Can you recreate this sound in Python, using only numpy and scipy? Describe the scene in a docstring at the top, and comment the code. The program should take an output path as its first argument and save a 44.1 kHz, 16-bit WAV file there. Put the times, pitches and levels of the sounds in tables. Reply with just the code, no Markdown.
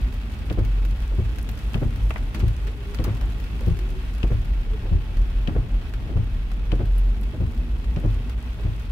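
"""Windscreen wipers swing every 1.24 s, heard at the dashboard of a car creeping through rainy traffic.
Their rubber blades flip over and push on the glass: a tick and two knocks at the top of each sweep,
a soft double thump at the bottom. Rain washes over roof and glass, and single drops tick close by.
Plastic clacks sharply twice, then two heavy drops strike the car with a low ring.
Underneath, the car body booms on the road, the tyres roar and the drivetrain whines faintly."""
import sys
import numpy as np
from scipy import signal
from scipy.fft import rfft, irfft, next_fast_len
from scipy.io import wavfile

SR = 44100
rng = np.random.default_rng(int(sys.argv[2]) if len(sys.argv) > 2 else 0)


def int16_out(signal):
    """Quantize to a 16-bit WAV file."""
    q = np.round(np.clip(np.atleast_2d(signal).T, -1, 1) * 32767)
    wavfile.write(sys.argv[1], SR, q.astype(np.int16))


N = 392931
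TIME = np.arange(N) / SR

# Levels in the tables are relative. A t60 is the time a sound takes to die away by 60 dB.
# one row per sweep: linkage tick/dB, force of first blade/dB, of second blade/dB,
# force at the bottom/dB, lag of second blade/s
SWEEPS = [(-30, -1, 0.5, -1.5, .085), (-27.5, 0.5, 2, -1, .083), (-33, -1, .5, 0, .091),
          (-29, -1, -2, -1, .084), (-28.5, 1, 0, 1, .087), (-29, 1, 0.5, -0.5, .085),
          (-32.5, -3, -1, -2.5, .086)]
# notes the windscreen and the panel below it ring at: f/Hz, t60/s, top push/dB, bottom push/dB
SCREEN_NOTES = [(79, 0.17, -1.5, -0.5), (110.1, 0.24, 4, -1.5), (136.5, 0.24, 0, 0.5),
                (162.3, 0.13, -1.5, -1), (231.3, 0.24, -8.5, -13), (304, 0.26, -5.5, -13),
                (352, 0.099, -17, -0.5), (406, 0.046, -49, -20), (592, 0.069, -4.5, -24),
                (706, 0.12, -2, -8)]
# tone colours, or how strong a noise is from bass to treble: f/Hz, level/dB
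TICK_TONE = [(300, 2), (1200, -0.5), (2200, -3), (3000, -3), (4200, -7), (7000, -21), (15000, -34)]  # wiper linkage
SLAP_TONE = [(60, 14), (150, 6), (330, 3), (550, -5), (800, -17.5), (1400, -16), (3000, -33), (9000, -56)]  # blade flipping over
RUB_TONE = [(100, 6), (200, -1.5), (380, 0), (600, -8), (800, -16), (1200, -18.5), (4000, -64)]  # wet rubber on glass
WASH_TONE = [(200, -27), (600, -2), (1100, -0.5), (1800, -1.5), (2700, 0), (3600, -4), (5000, -10.5),
             (7000, -18.5), (15000, -21)]  # rain on the roof
SPRAY_TONE = [(1000, -21), (4000, 2), (7000, 1.5), (10000, -1), (13000, 1), (16000, -25)]  # fine rain on the glass
TAP_TONE = [(200, 16), (700, 0), (1600, 4.5), (3000, -0.5), (5000, -9.5), (8000, -17.5), (15000, -28)]  # drop striking
SPATTER_TONE = [(1000, -22), (4500, 8), (7500, 0), (10500, 1.5), (16000, 2.5)]  # drop bursting
TINK_TONE = [(2000, -38), (7500, -16), (11000, -3), (16000, -5)]  # tiny droplet
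TYRE_TONE = [(20, -11), (45, -9), (75, 4.5), (92, -0.5), (108, 2), (150, -9.5), (230, -10), (300, -16),
             (400, -19), (560, -26), (900, -28.5), (1500, -49.5), (3000, -93)]  # tyres on the wet road
# pitches that a part rings at and makes louder: f/Hz, width/Hz, boost/dB
LINKAGE_RINGS = [(2580, 220, 10), (3060, 340, 9.5), (3750, 240, 0)]
ARM_RINGS = [(510, 130, 1.5), (820, 110, 4.5)]  # hollow wiper arms
PANEL_RINGS = [(870, 14, 9), (1104, 85, 4), (1446, 550, 4.5), (1906, 62, 5), (2237, 25, 7),
               (2580, 110, 5.5), (3280, 500, 2.5)]  # glass and roof under the rain
GLASS_RING = [(4650, 390, 1.5)]  # windscreen under a close drop
# strength of the rain on the roof and on the glass: t/s, level/dB
WASH_LEVEL = [(0.0, -50), (2.38, -51), (2.73, -51.5), (3.05, -49.5), (7.84, -53), (8.19, -51),
              (8.91, -51.5)]
SPRAY_LEVEL = [(0.0, -65), (0.62, -67), (1.71, -61.5), (2.53, -65.5), (4.05, -63.5), (4.62, -70.5),
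               (6.4, -72), (7.02, -67.5), (8.91, -68.5)]
# big drops on the glass: t/s, spatter/dB, tap/dB
BIG_DROPS = [(0.138, -49, -62), (0.463, -50, -59), (0.5262, -43, -47), (0.649, -42, -47.5),
             (0.85, -39.5, -43.5), (1.3852, -39.5, -43.5), (1.4902, -37, -41), (2.9462, -38, -40.5),
             (3.2117, -43, -45.5), (3.7902, -43, -43.5), (5.17, -48, -45), (5.9372, -53, -43),
             (6.5164, -48, -46), (6.8558, -47, -53), (7.8427, -58, -47.5), (8.297, -46, -45)]
# heavy drops with a longer splash: t/s, tap/dB, spatter/dB
SPLASHES = [(2.344, -34.5, -43), (2.398, -37.5, -46), (2.478, -44.5, -44.5), (2.668, -39, -52),
            (3.039, -37, -34.5)]
# tiny droplets: t/s, level/dB, f/Hz
TINKS = [(1.428, -43, 9900), (1.515, -44, 12900), (6.982, -37, 11300), (7.213, -44, 10300)]
# two plastic clacks, then the low ring of two heavy drops: t/s, level/dB, f/Hz, muffled above/Hz, t60/s
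CLACKS_AND_DROP_RINGS = [(2.106, -26, 2540, 9000, 0.034), (2.159, -26.5, 2130, 2880, 0.031),
                         (3.046, -41.5, 1200, 2500, 0.35), (3.215, -44.5, 860, 3000, 0.23)]
# slow swell of the body's boom: t/s, level/dB
BOOM_LEVEL = [(0, -20), (0.35, -30), (1.1, -20.5), (1.65, -28.5), (2.05, -21), (2.75, -27.5), (3.1, -23),
              (4.1, -24.5), (4.6, -20), (5.7, -24), (6.05, -24), (6.7, -22), (7.4, -24), (8.1, -21),
              (8.5, -28.5), (8.91, -24)]
# pitch of the boom: t/s, f/Hz
BOOM_PITCH = [(0, 49.6), (1.2, 47.8), (3.6, 49.3), (4.7, 42.5), (6.7, 42.7), (7.5, 52.1), (8.91, 50.7)]
# moments when the boom holds one steady note: t/s, length/s, f/Hz, level/dB
DRONES = [(0.622, 0.34, 45.24, -18.5), (6.841, 0.318, 44, -16)]
# glides of the drivetrain whine: t/s, length/s, first f/Hz, last f/Hz, level/dB
WHINE_GLIDES = [(-.1, 0.56, 255, 240, -40.5), (2.6, 0.504, 429, 395, -46), (3.632, 0.42, 345, 385, -42.5),
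                (4.582, .5, 468, 345, -42), (7.051, .75, 212, 248.4, -39.5), (7.75, .9, 252, 232, -43)]
# how alike left and right sound: f/Hz, likeness (1 = the same, 0 = unrelated)
STEREO_LIKENESS = [(40, 0.94), (80, 0.59), (130, 0.92), (290, 0.94), (640, 0.97), (1100, 0.013),
                   (3000, -0.053), (15000, -0.011)]
# balance of the microphone's two openings: f/Hz, left minus right/dB
STEREO_BALANCE = [(40, -0.5), (200, 1.1), (2000, 0.5), (3000, -1), (4500, -2.5), (6500, -2.5), (9500, 4),
                  (13000, -0.5), (16000, -2)]

FIRST_TURN_S, SWEEP_S = .4988, 1.2437
FIRST_BLADE_S, BOTTOM_S = .0075, .6865  # counted from the tick at the top


def wipers():
    """At each turn the rubber blades flip over and push on the glass."""
    top_push, top_sound = top_turn()
    bottom_push, bottom_sound = bottom_turn()
    return windscreen(top_push, bottom_push) + top_sound + bottom_sound


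def top_turn():
    """The linkage ticks, then each blade knocks over. Gives (push on the glass, sound in the air)."""
    tick_db, first_db, second_db, _, lag_s = np.transpose(SWEEPS)
    ticks = bursts(each_sweep(0, tick_db), crack_t60=0.036, tail_t60=0.056, tail_db=-29)
    tick = noise(TICK_TONE, LINKAGE_RINGS) * soften(ticks, 0.00021)
    knocks = each_sweep(FIRST_BLADE_S, first_db - 25.5) + each_sweep(lag_s, second_db - 26.5)
    # the second blade drags just before its flip, and its arm settles just after
    drag = bursts(each_sweep(lag_s - 0.011, second_db - 21.5), crack_t60=0.075, tail_t60=0.21, tail_db=-14)
    settle = landing(lag_s + 0.02815, second_db - 24.5, skip_s=0.00935, skip_db=1, contact_s=0.0016)
    flips = each_sweep(FIRST_BLADE_S, first_db - 18.5) + each_sweep(lag_s, second_db - 21.5)
    slaps = bursts(flips, crack_t60=0.09, tail_t60=0.17, tail_db=-6.5)
    rubber = (soften(slaps, 0.001) + soften(drag, 0.00095)) * noise(SLAP_TONE, ARM_RINGS)
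    return soften(knocks, 0.00038) + settle, rubber + lean_left(tick, 1.7)


def bottom_turn():
    """The blades brush through gathered water and land one after the other. Gives (push, sound)."""
    _, _, _, force_db, _ = np.transpose(SWEEPS)
    push = landing(BOTTOM_S - .002, force_db - 18, skip_s=0.01057, skip_db=2.0, contact_s=0.0011)
    push += landing(BOTTOM_S + .034, force_db - 19, skip_s=0.01014, skip_db=0.5, contact_s=0.0017)
    flip = bursts(each_sweep(BOTTOM_S, force_db - 25.5), crack_t60=0.091, tail_t60=0.14, tail_db=-22)
    water_hits = each_sweep(BOTTOM_S - 0.07, force_db - 36.5)
    brush = bursts(water_hits, crack_t60=0.37, tail_t60=0.27, tail_db=4)
    return push, (soften(flip, 0.0023) + soften(brush, 0.0019)) * noise(RUB_TONE)


def landing(after_s, level_db, skip_s, skip_db, contact_s):
    """A rubber edge touches down, skips once and lands again."""
    touches = each_sweep(after_s, level_db) + each_sweep(after_s + skip_s, level_db + skip_db)
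    return soften(touches, contact_s)


def each_sweep(after_s, level_db):
    """One hit in every sweep, a set time after the top turn."""
    return clicks(FIRST_TURN_S + SWEEP_S * np.arange(len(SWEEPS)) + after_s, from_db(level_db))


def windscreen(top_push, bottom_push):
    """The glass rings with each push; where the push lands sets the mix of notes."""
    out = 0
    for hz, t60, top_db, bottom_db in SCREEN_NOTES:
        push = top_push * from_db(top_db) + bottom_push * from_db(bottom_db)
        note = ring(push * from_db(2.5 * drift(2.5)), hz, t60)
        # a copy a quarter wave ahead makes the note reach the left a little early
        ahead = np.gradient(note) * SR / (2 * np.pi * hz)
        out = out + note + from_db(-9) * ahead * [[1], [-1]]
    return lean_left(out, .5)


def rain(wash_db, spray_db):
    """Countless drops blur into a wash through the roof lining; on the glass they patter in flurries."""
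    roof_drops = shower(per_s=970, spread_db=1.5)
    roof = rms_one(bursts(roof_drops, crack_t60=0.014, tail_t60=0.12, tail_db=-6.5))
    wash = from_db(wash_db + 3.5) * roof * noise(WASH_TONE, PANEL_RINGS)
    flurry = from_db(0.42 * drift(17))
    glass_drops = bursts(shower(per_s=120, spread_db=3.6), crack_t60=0.0024, tail_t60=0.054, tail_db=-25)
    glass = rms_one(flurry * soften(glass_drops, 0.00016))
    patter = glass * (from_db(1.5) * noise(SPRAY_TONE) + from_db(-1) * noise(TAP_TONE, PANEL_RINGS))
    hiss = from_db(0.5 + .5 * drift(14)) * noise(SPRAY_TONE)
    return wash + from_db(spray_db - 0.5) * (patter + hiss)


def close_drops(spray_db):
    """Each close drop taps the glass and throws a bright spatter; medium ones fall at random."""
    tap, spatter = noise(TAP_TONE, GLASS_RING), noise(SPATTER_TONE)
    medium_drops = shower(per_s=5, spread_db=0) * from_db(spray_db)
    times, spatter_db, tap_db = np.transpose(BIG_DROPS)
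    tap_hits = clicks(times, from_db(tap_db)) + from_db(13.5) * medium_drops
    spatter_hits = clicks(times, from_db(spatter_db)) + from_db(17.5) * medium_drops
    taps = bursts(tap_hits, crack_t60=0.025, tail_t60=0.1, tail_db=-7)
    spatters = soften(bursts(spatter_hits, crack_t60=0.0044, tail_t60=0.056, tail_db=-10), 0.000073)
    return from_db(11) * tap * taps + from_db(5.5) * spatter * spatters + splashes(tap, spatter)


def splashes(tap, spatter):
    """Heavy drops burst with the same two noises, but start more softly and last longer."""
    times, tap_db, spatter_db = np.transpose(SPLASHES)
    taps = bursts(clicks(times, from_db(tap_db + 2.5)), crack_t60=0.15, tail_t60=0.15, tail_db=-1)
    spatter_hits = clicks(times, from_db(spatter_db + 4.5))
    spatters = bursts(spatter_hits, crack_t60=0.042, tail_t60=0.09, tail_db=-17)
    return tap * soften(taps, 0.00079) + spatter * soften(spatters, 0.00076)


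def tinks():
    """The smallest drops give only a very high, short ring."""
    out = 0
    for start, level_db, hz in TINKS:
        hit = clicks([start], from_db([level_db + 8.5]))
        fade = bursts(hit, crack_t60=0.0046, tail_t60=0.07, tail_db=-19)
        out = out + fade * noise(TINK_TONE, rings=[(hz, 1800, 9)])
    return out


def clacks_and_drop_rings():
    """Two sharp plastic clacks, then two heavy drops striking the car: each one ring over dull noise."""
    dull_tone = [(200, 0.5), (750, 3.5), (1500, -3), (3000, -8.5), (4500, -26), (15000, -23)]
    out = 0
    for start, level_db, hz, edge_hz, t60 in CLACKS_AND_DROP_RINGS:
        hit = clicks([start], from_db([level_db + 3.5]))
        fade = bursts(hit, crack_t60=t60, tail_t60=0.17, tail_db=-12.5)
        out = out + muffle(fade * noise(dull_tone, rings=[(hz, 600, 8)]), edge_hz)
    return lean_left(out, 1.3)


def body_boom():
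    """The road shakes the cabin's lowest note into a random throb; twice it settles into a drone."""
    shake = muffle(rng.standard_normal((2, N + SR)), edge_hz=8.15)[:, SR:]  # sets how fast it throbs
    phase = 2 * np.pi * np.cumsum(over_time(BOOM_PITCH)) / SR
    throb = rms_one(shake[0] * np.cos(phase) + shake[1] * np.sin(phase))
    out = from_db(over_time(BOOM_LEVEL) + 0.5) * throb
    for start, length, hz, level_db in DRONES:
        hold = swell(start, length, fade_s=0.058)
        drone = from_db(level_db) * np.sqrt(2) * np.sin(2 * np.pi * (hz * TIME + rng.random()))
        out = out * (1 - hold) + hold * drone
    return muffle(out, edge_hz=96)


def tyre_roar():
    """Tyres on the wet road make a low, gently wavering roar."""
    return from_db(-33.5 + 1.18 * drift(2.44)) * noise(TYRE_TONE)


def drivetrain_whine():
    """The drivetrain whines in short glides, made rough by trembling pitch and loudness."""
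    out, tremble = 0, 1 + .017 * drift(25.4)
    for start, length, first_hz, last_hz, level_db in WHINE_GLIDES:
        hz = np.interp(TIME, [start, start + length], [first_hz, last_hz]) * tremble
        tone = np.sin(2 * np.pi * np.cumsum(hz) / SR)
        out = out + from_db(level_db) * swell(start, length, fade_s=.13) * tone
    return out * rms_one(1 + 0.93 * drift(22))


def from_db(db):
    """Turn decibels into a number to multiply by."""
    return 10 ** (np.asarray(db) / 20)


def rms_one(x):
    """Scale a signal to an average strength (rms) of 1."""
    return x / np.sqrt(np.mean(x ** 2) + 1e-20)


def lean_left(x, db):
    """Turn the left side up and the right side down, each by db."""
    return x * from_db([[db], [-db]])


def muffle(x, edge_hz):
    """Weaken everything above edge_hz."""
    return signal.sosfilt(signal.butter(2, edge_hz, fs=SR, output="sos"), x)


def over_time(points):
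    """Join a table's points into a curve over time."""
    return np.interp(TIME, *np.transpose(points))


def at_hz(points, hz):
    """Read a table between its frequencies, with octaves evenly spaced."""
    f, value = np.transpose(points)
    return np.interp(np.log(hz + 1), np.log(f), value)


def swell(start, length, fade_s):
    """Fade in, hold, fade out."""
    return np.sin(np.pi / 2 * np.clip(np.minimum(TIME - start, start + length - TIME) / fade_s, 0, 1))


def drift(rate_hz):
    """A smooth random wobble, about 1 in size."""
    step = 40  # samples between random values
    decay = np.exp(-2 * np.pi * rate_hz * step / SR)
    slow = signal.lfilter([1], [1, -2 * decay, decay ** 2], rng.standard_normal(N // step + 2002))[2000:]
    return np.interp(np.arange(N) / step, np.arange(len(slow)), rms_one(slow))


def noise(tone, rings=()):
    """Stereo noise with a tone colour: left and right are alike in the bass, unrelated in the treble."""
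    size = next_fast_len(N)
    hz = np.arange(size // 2 + 1) * SR / size
    mid, side = rfft(rng.standard_normal((2, size)))
    alike = np.clip(at_hz(STEREO_LIKENESS, hz), -1, 1)
    pair = np.sqrt(1 + alike) * mid + np.sqrt(1 - alike) * side * [[1], [-1]]
    peaks_db = sum(boost_db / (1 + (2 * (hz - centre) / width) ** 2) for centre, width, boost_db in rings)
    gain = from_db(at_hz(tone, hz) + peaks_db + at_hz(STEREO_BALANCE, hz) * [[.5], [-.5]])
    return rms_one(irfft(pair * gain, size)[:, :N])


def clicks(times, sizes):
    """A one-sample spike for each hit."""
    out = np.zeros(N)
    np.add.at(out, np.clip(np.round(np.asarray(times) * SR).astype(int), 0, N - 1), sizes)
    return out


def shower(per_s, spread_db):
    """Drops at random moments; more spread makes a few much larger than the rest."""
    sizes = from_db(spread_db * np.minimum(rng.exponential(1, N), 4.5))
    return sizes * (rng.random(N) < per_s / SR)


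def ring(force, hz, t60):
    """Each click starts a pure note that dies away."""
    decay, angle = from_db(-60 / (t60 * SR)), 2 * np.pi * hz / SR
    return signal.lfilter([0, np.sin(angle)], [1, -2 * decay * np.cos(angle), decay ** 2], force + 1e-18)


def soften(x, contact_s):
    """Spread each click over time, as a softer touch would."""
    decay = np.exp(-1 / (contact_s * SR))
    return signal.lfilter([(1 - decay) ** 2], [1, -2 * decay, decay ** 2], x + 1e-18)


def bursts(hits, crack_t60, tail_t60, tail_db):
    """How loud hits are over time: a crack plus the cabin's short echo."""
    energy = hits ** 2 + 1e-18
    crack, tail = (signal.lfilter([1], [1, -from_db(-120 / (t60 * SR))], energy)
                   for t60 in (crack_t60, tail_t60))
    return np.sqrt(crack + from_db(tail_db) ** 2 * tail)


def scene():
    """Wipers, rain and road as they meet at the dashboard."""
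    wash_db, spray_db = over_time(WASH_LEVEL), over_time(SPRAY_LEVEL)
    road = body_boom() + drivetrain_whine() + tyre_roar()
    water = rain(wash_db, spray_db) + close_drops(spray_db) + tinks()
    return road + water + clacks_and_drop_rings() + wipers()


def record(dry):
    """The microphone loses the deepest bass, and the highest treble is cut."""
    thinned = signal.sosfilt(signal.butter(2, 24, "high", fs=SR, output="sos"), dry)
    return signal.sosfilt(signal.ellip(10, .1, 90, 15600, fs=SR, output="sos"), thinned)


dry = scene()
out = record(dry)
int16_out(out)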